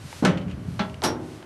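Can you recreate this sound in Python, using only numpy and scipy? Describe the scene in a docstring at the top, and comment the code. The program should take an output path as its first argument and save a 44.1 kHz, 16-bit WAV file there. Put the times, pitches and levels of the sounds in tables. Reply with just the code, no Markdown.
"""On the steel steps of a rail car, close by, someone climbs aboard.
A boot thuds onto the lowest step, which clanks; a lighter footfall follows on the next tread,
then the platform plate clashes and rings. Each hit is a noisy wash of dense steel modes plus a few
clear tones. The hollow stairwell booms under the weight; small ticks and rattles sound over
a faint hiss and outdoor background."""
import sys
import numpy as np
from scipy import signal
from scipy.io import wavfile
from scipy.ndimage import uniform_filter1d

SR = 44100
rng = np.random.default_rng(int(sys.argv[2]) if len(sys.argv) > 2 else 0)


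def dump_mix(stems):
    """Bounce the given channels to the path in sys.argv[1] as a 16-bit WAV at rate SR."""
    frames = np.atleast_2d(stems).T  # one column per channel
    limited = np.clip(frames, -1, 1)  # hard clip at full scale
    pcm = np.round(limited * 32767).astype(np.int16)
    wavfile.write(sys.argv[1], SR, pcm)


N = 63945
TIME = np.arange(N) / SR

# The sole's thud, then the clank: start_s, attack_s, hold_s, crack_db, tail_db, decay_ratio
SOLE_HIT = (.223, .004, .02, -20, -22, .4)
STEP_HIT = (.2495, .0005, .003, 10.5, -12, 1.05)
# Their tone colours, per half octave: band_hz, level_db
SOLE_COLOUR = [(60, -48), (150, -32), (300, -27), (600, -29), (1200, -35), (2400, -50), (5000, -50),
               (11000, -64)]
STEP_COLOUR = [(60, -48), (110, -34), (190, -27), (330, -27), (600, -30.5), (950, -33), (1500, -28.5),
               (2400, -29.5), (5000, -36), (7500, -40), (11500, -56)]
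# The step's clear ring: pitch_hz, relative_db, t60_s
STEP_MODES = [(141, -28, .9), (169, -24, .9), (180, -21, 1.0), (193, -24, 1.0), (279, -25, .75),
              (330, -28, .6), (410, -30, .8), (526, -26, .45), (577, -30, .7), (612, -26, .35),
              (813, -35, .6), (921, -33, .42), (1283, -33, .4), (1318, -25, .24), (1459, -27, .24),
              (1525, -26, .24), (1787, -30, .23), (2229, -29, .17), (3020, -39, .35), (3302, -33, .27),
              (5950, -42, .25), (7150, -38, .16)]
def lowest_step(bank):
    """The sole lands with a dull thud, then the steel step clanks under the boot."""
    impact = footfall(bank, SOLE_HIT, SOLE_COLOUR) + footfall(bank, STEP_HIT, STEP_COLOUR)
    return impact + ringing(STEP_HIT[0], STEP_MODES, attack_s=.003, lag_cycles=1.5, gain_db=-1.2)


# The lighter hit: start_s, attack_s, hold_s, crack_db, tail_db, decay_ratio
TREAD_HIT = (.792, .0012, .004, 0, -16, .77)
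# Its tone colour: band_hz, level_db
TREAD_COLOUR = [(60, -55), (180, -36), (300, -41), (520, -36.5), (850, -33), (1400, -35), (2300, -36),
                (3500, -34.5), (5200, -42), (7500, -57), (11500, -68)]
# The tread's clear ring: pitch_hz, relative_db, t60_s
TREAD_MODES = [(183, -28, .6), (223, -29, .55), (396, -35, .65), (629, -34, .7), (826, -29, .27),
               (887, -33, .3), (1019, -34, .3), (1310, -33, .22), (1340, -29, .3), (1542, -35, .22),
               (1655, -33, .22), (2040, -39, .2), (2756, -39, .17), (3430, -32, .18)]
def next_tread(bank):
    """A lighter footfall sets the next tread ringing briefly."""
    impact = footfall(bank, TREAD_HIT, TREAD_COLOUR)
    return impact + ringing(TREAD_HIT[0], TREAD_MODES, attack_s=.005, gain_db=-.5)


# The clash: start_s, attack_s, hold_s, crack_db, tail_db, decay_ratio
PLATE_HIT = (1.035, .0015, .015, -6, -10, .88)
# Its tone colour: band_hz, level_db
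PLATE_COLOUR = [(60, -54), (150, -39), (280, -27), (480, -29), (800, -28), (1300, -30), (2400, -36),
                (4200, -30), (6000, -32), (7800, -37), (10000, -32), (12000, -44)]
# The plate's clear ring: pitch_hz, relative_db, t60_s
PLATE_MODES = [(108, -31, 1.1), (151, -32, 1.4), (244, -26, .7), (258, -32, 1.0), (312, -25.5, 1.0),
               (348, -28, .8), (374, -27.5, .85), (457, -35, .9), (553, -28, .38), (791, -37, .55),
               (835, -29, .36), (881, -27, .42), (1240, -33, .22), (1312, -28, .24), (1394, -36, .4),
               (4864, -32, .16), (5135, -36, .18), (9687, -36, .18), (9880, -37, .19)]
def platform_plate(bank):
    """The boot strikes the plate: a bright clash, with low tones blooming after it."""
    impact = footfall(bank, PLATE_HIT, PLATE_COLOUR)
    return impact + ringing(PLATE_HIT[0], PLATE_MODES, attack_s=.002, lag_cycles=18, gain_db=-.5)


# Decay of the dense steel modes, scaled by each hit's decay_ratio: band_hz, base_t60_s
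BODY_DECAY = [(100, .55), (300, .42), (700, .34), (1400, .32), (2800, .26), (5500, .2), (11000, .17)]
TAIL_DECAY = [(100, 1.8), (300, 1.55), (700, 1.08), (1400, .68), (2800, .3), (5500, .18), (11000, .12)]
def footfall(bank, hit, colour, crack_s=.003, lag_cycles=1.0):
    """A crack, then countless steel modes that die fast and leave a low tail; the lows build later."""
    start, attack, hold, crack_db, tail_db, decay_ratio = hit
    sample_age, out = since(start), 0
    age = sample_age[::16]  # envelopes move on a coarser time grid
    crack = from_db(crack_db) * np.exp(-age / crack_s)
    for hz, noise in bank:
        rise = 1 - np.exp(-age / (attack + lag_cycles / hz))
        body = decay(age - hold, decay_ratio * at_hz(BODY_DECAY, hz))
        tail = from_db(tail_db) * decay(age, decay_ratio * at_hz(TAIL_DECAY, hz))
        envelope = from_db(at_hz(colour, hz)) * rise * (np.hypot(body, tail) + crack)
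        out += np.interp(sample_age, age, envelope) * noise[-len(sample_age):]
    return placed(out)


def ringing(start, modes, attack_s, gain_db, lag_cycles=0, waver_per_s=45, waver_radians=.55):
    """The clear modes of struck steel swell, waver slightly and ring out."""
    age, out = since(start), 0
    for hz, db, t60 in modes:
        waver = waver_radians * np.interp(age * waver_per_s, np.arange(200), rng.standard_normal(200))
        swell = 1 - np.exp(-age / (attack_s + lag_cycles / hz))
        envelope = from_db(db + gain_db) * swell * decay(age, t60)
        out += rng.choice([-1, 1]) * envelope * np.sin(2 * np.pi * hz * age + waver)
    return placed(out)


# Soft weight on the hollow steps: start_s, level_db, pitch_hz, swell_s
THUMPS = [(.048, -33, 150, .003), (.2245, -10, 255, .002), (.2405, -12, 190, .005),
          (.281, -18.5, 172, .009), (.462, -21, 180, .007), (.535, -31, 88, .012), (.582, -27, 190, .005),
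          (.682, -24, 165, .005), (.665, -31, 95, .018), (.728, -29, 175, .008), (.8005, -17.5, 195, .007),
          (1.042, -19, 250, .004), (1.228, -36, 160, .014)]
def thumps():
    """A panel damped by the foot swings for a few cycles."""
    out = 0
    for start, db, hz, swell in THUMPS:
        age = since(start)
        envelope = from_db(db) * age / swell * np.exp(1 - age / swell)
        out -= placed(envelope * np.sin(2 * np.pi * hz * age))
    return out


# A clink and its bounce: start_s, level_db
CLINKS = [(1.046, -27), (1.076, -32)]
# Their high shimmer: pitch_hz, relative_db, t60_s
CLINK_MODES = [(5561, -1, .17), (5630, -5, .13), (5705, -5, .18)]
def clinks():
    """A small steel piece on the platform clinks and bounces once."""
    return sum(ringing(start, CLINK_MODES, attack_s=.001, gain_db=db) for start, db in CLINKS)


# Dry handling ticks: start_s, level_db, centre_hz, t60_s, half_width_octaves
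TICKS = [(.1275, -31, 680, .024, .5), (.1275, -35, 1400, .009, .9), (.897, -37, 1700, .016, .8),
         (.9425, -37, 2750, .018, .3), (.943, -45, 5000, .012, .6), (1.0198, -26, 2400, .008, .9),
         (1.0205, -33, 600, .08, .8), (1.028, -29, 700, .08, .9), (1.027, -43, 5000, .08, 1.0),
         (1.427, -40, 750, .03, .35), (1.427, -38, 2200, .009, .7)]
def ticks():
    """Tiny dry contacts, each a noise burst through one broad resonance."""
    out = 0
    for start, db, hz, t60, octaves in TICKS:
        edges = [hz / 2 ** octaves, hz * 2 ** octaves]
        burst = rng.standard_normal(N) * placed(decay(since(start), t60)) + 1e-18
        tick = signal.lfilter(*signal.butter(2, edges, "band", fs=SR), burst)
        makeup_gain = np.sqrt(SR / 2 / np.diff(edges))
        out += from_db(db) * makeup_gain * tick
    return out


# Knocks of a loose fixture: start_s, level_db
RATTLES = [(.373, -39), (.412, -49), (.481, -51), (.497, -49), (.512, -48)]
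# Their chatter: band_hz, relative_db
RATTLE_COLOUR = [(600, -16), (1500, -9), (2900, 0), (4500, -14), (7000, -16), (11000, -32)]
# The fixture's own ring: pitch_hz, relative_db, t60_s
RATTLE_MODES = [(3020, -6, .13), (6950, -13, .07)]
def rattles(bank, t60_s=.11):
    """A loose fixture chatters after the first step, with a short metallic ring."""
    envelope = sum(from_db(db) * placed(decay(since(start), t60_s)) for start, db in RATTLES)
    chatter = envelope * steady(bank, RATTLE_COLOUR)
    ring = sum(ringing(start, RATTLE_MODES, attack_s=.001, gain_db=db) for start, db in RATTLES)
    return chatter + ring


# Fader ride of the boom: time_s, level_db
BOOM_FADER = [(0, -42), (.06, -42), (.11, -53), (.16, -45), (.2, -46), (.35, -39), (.55, -36), (.72, -36),
              (.9, -41), (1.1, -41), (1.27, -47), (1.45, -54)]
# Its bass-heavy colour: band_hz, relative_db
BOOM_COLOUR = [(30, -42), (45, -30), (65, -7), (95, 0), (135, -4), (195, -5), (290, -16), (450, -22),
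               (900, -34)]
def stairwell_boom(bank):
    """The hollow stairwell rumbles under the weight."""
    # Reversing the noise keeps it independent of the footfalls.
    rumble = sum(from_db(at_hz(BOOM_COLOUR, hz)) * noise[::-1] for hz, noise in bank)
    return fader(BOOM_FADER) * rumble


# Fader ride of the hiss: time_s, level_db
HISS_FADER = [(0, -61), (.12, -53), (.2, -53), (.25, -65), (.42, -81), (.55, -80), (.7, -63), (.78, -62),
              (1.0, -68), (1.18, -68), (1.26, -62), (1.36, -61), (1.45, -67)]
# Its airy colour: band_hz, relative_db
HISS_COLOUR = [(800, -8), (2500, -1), (4500, 1), (7500, -1), (9500, 0), (12000, -6)]
def hiss(bank):
    """A faint, bright hiss swells; then the level dips and slowly recovers."""
    return fader(HISS_FADER) * steady(bank, HISS_COLOUR)


# The outdoor bed: band_hz, level_db
OUTDOOR_COLOUR = [(30, -82), (100, -62), (300, -60), (700, -58.5), (1400, -58.5), (2800, -63.5),
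                  (5000, -71), (11000, -86)]
def outdoors(bank):
    """The far background is a soft, even wash."""
    return steady(bank, OUTDOOR_COLOUR)


def noise_bands():
    """Half-octave noises of rms 1 with their slow swings evened out: centre_hz, noise."""
    edges_hz = 12800 / 2 ** np.arange(9, -.1, -.5)
    bank = []
    for low, high in zip(edges_hz, edges_hz[1:]):
        bandpass = signal.butter(3, [low, high], "band", fs=SR, output="sos")
        noise = signal.sosfilt(bandpass, rng.standard_normal(N + 8000))  # pre-roll settles the filter
        power = uniform_filter1d(noise ** 2, int(SR * max(.012, 2.5 / (high - low))))
        levelled = noise / np.sqrt(power + 1e-18)
        bank.append((np.sqrt(low * high), levelled[-N:]))
    return bank


def steady(bank, colour):
    """Steady noise of a given colour, shifted in time at random."""
    return np.roll(sum(from_db(at_hz(colour, hz)) * noise for hz, noise in bank), rng.integers(N))


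def from_db(db):
    """Decibels to gain."""
    return 10 ** (db / 20)


def fader(points):
    """Gain gliding through points of time_s, level_db."""
    return from_db(np.interp(TIME, *np.transpose(points)))


def at_hz(points, hz):
    """Read a table on a log-frequency axis."""
    frequencies, values = np.transpose(points)
    return np.interp(np.log(hz), np.log(frequencies), values)


def decay(age, t60):
    """Full level until age zero, then 60 dB down per t60."""
    return from_db(-60 * np.maximum(age, 0) / t60)


def since(start):
    """Seconds since an event, for the samples from its start on."""
    return TIME[:N - int(start * SR)]


def placed(sound):
    """Pad an event with the silence before it."""
    return np.pad(sound, (N - len(sound), 0))


def scene():
    """Three steps up, with small details and ambience around them, in mono."""
    bank = noise_bands()
    steps = lowest_step(bank) + next_tread(bank) + platform_plate(bank) + thumps()
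    details = clinks() + ticks() + rattles(bank)
    ambience = stairwell_boom(bank) + hiss(bank) + outdoors(bank)
    return (steps + details + ambience)[None]


def record(dry):
    """The small microphone loses the deep bass, the loudest peaks are flattened and the top is cut."""
    low_cut_hz, clip_level, high_cut_hz = 55, .36, 12200
    thin = signal.sosfilt(signal.butter(2, low_cut_hz, "high", fs=SR, output="sos"), dry)
    flattened = thin / (1 + (thin / clip_level) ** 6) ** (1 / 6)
    return signal.sosfilt(signal.ellip(10, .2, 70, high_cut_hz, fs=SR, output="sos"), flattened)


dry = scene()
out = record(dry)
dump_mix(out)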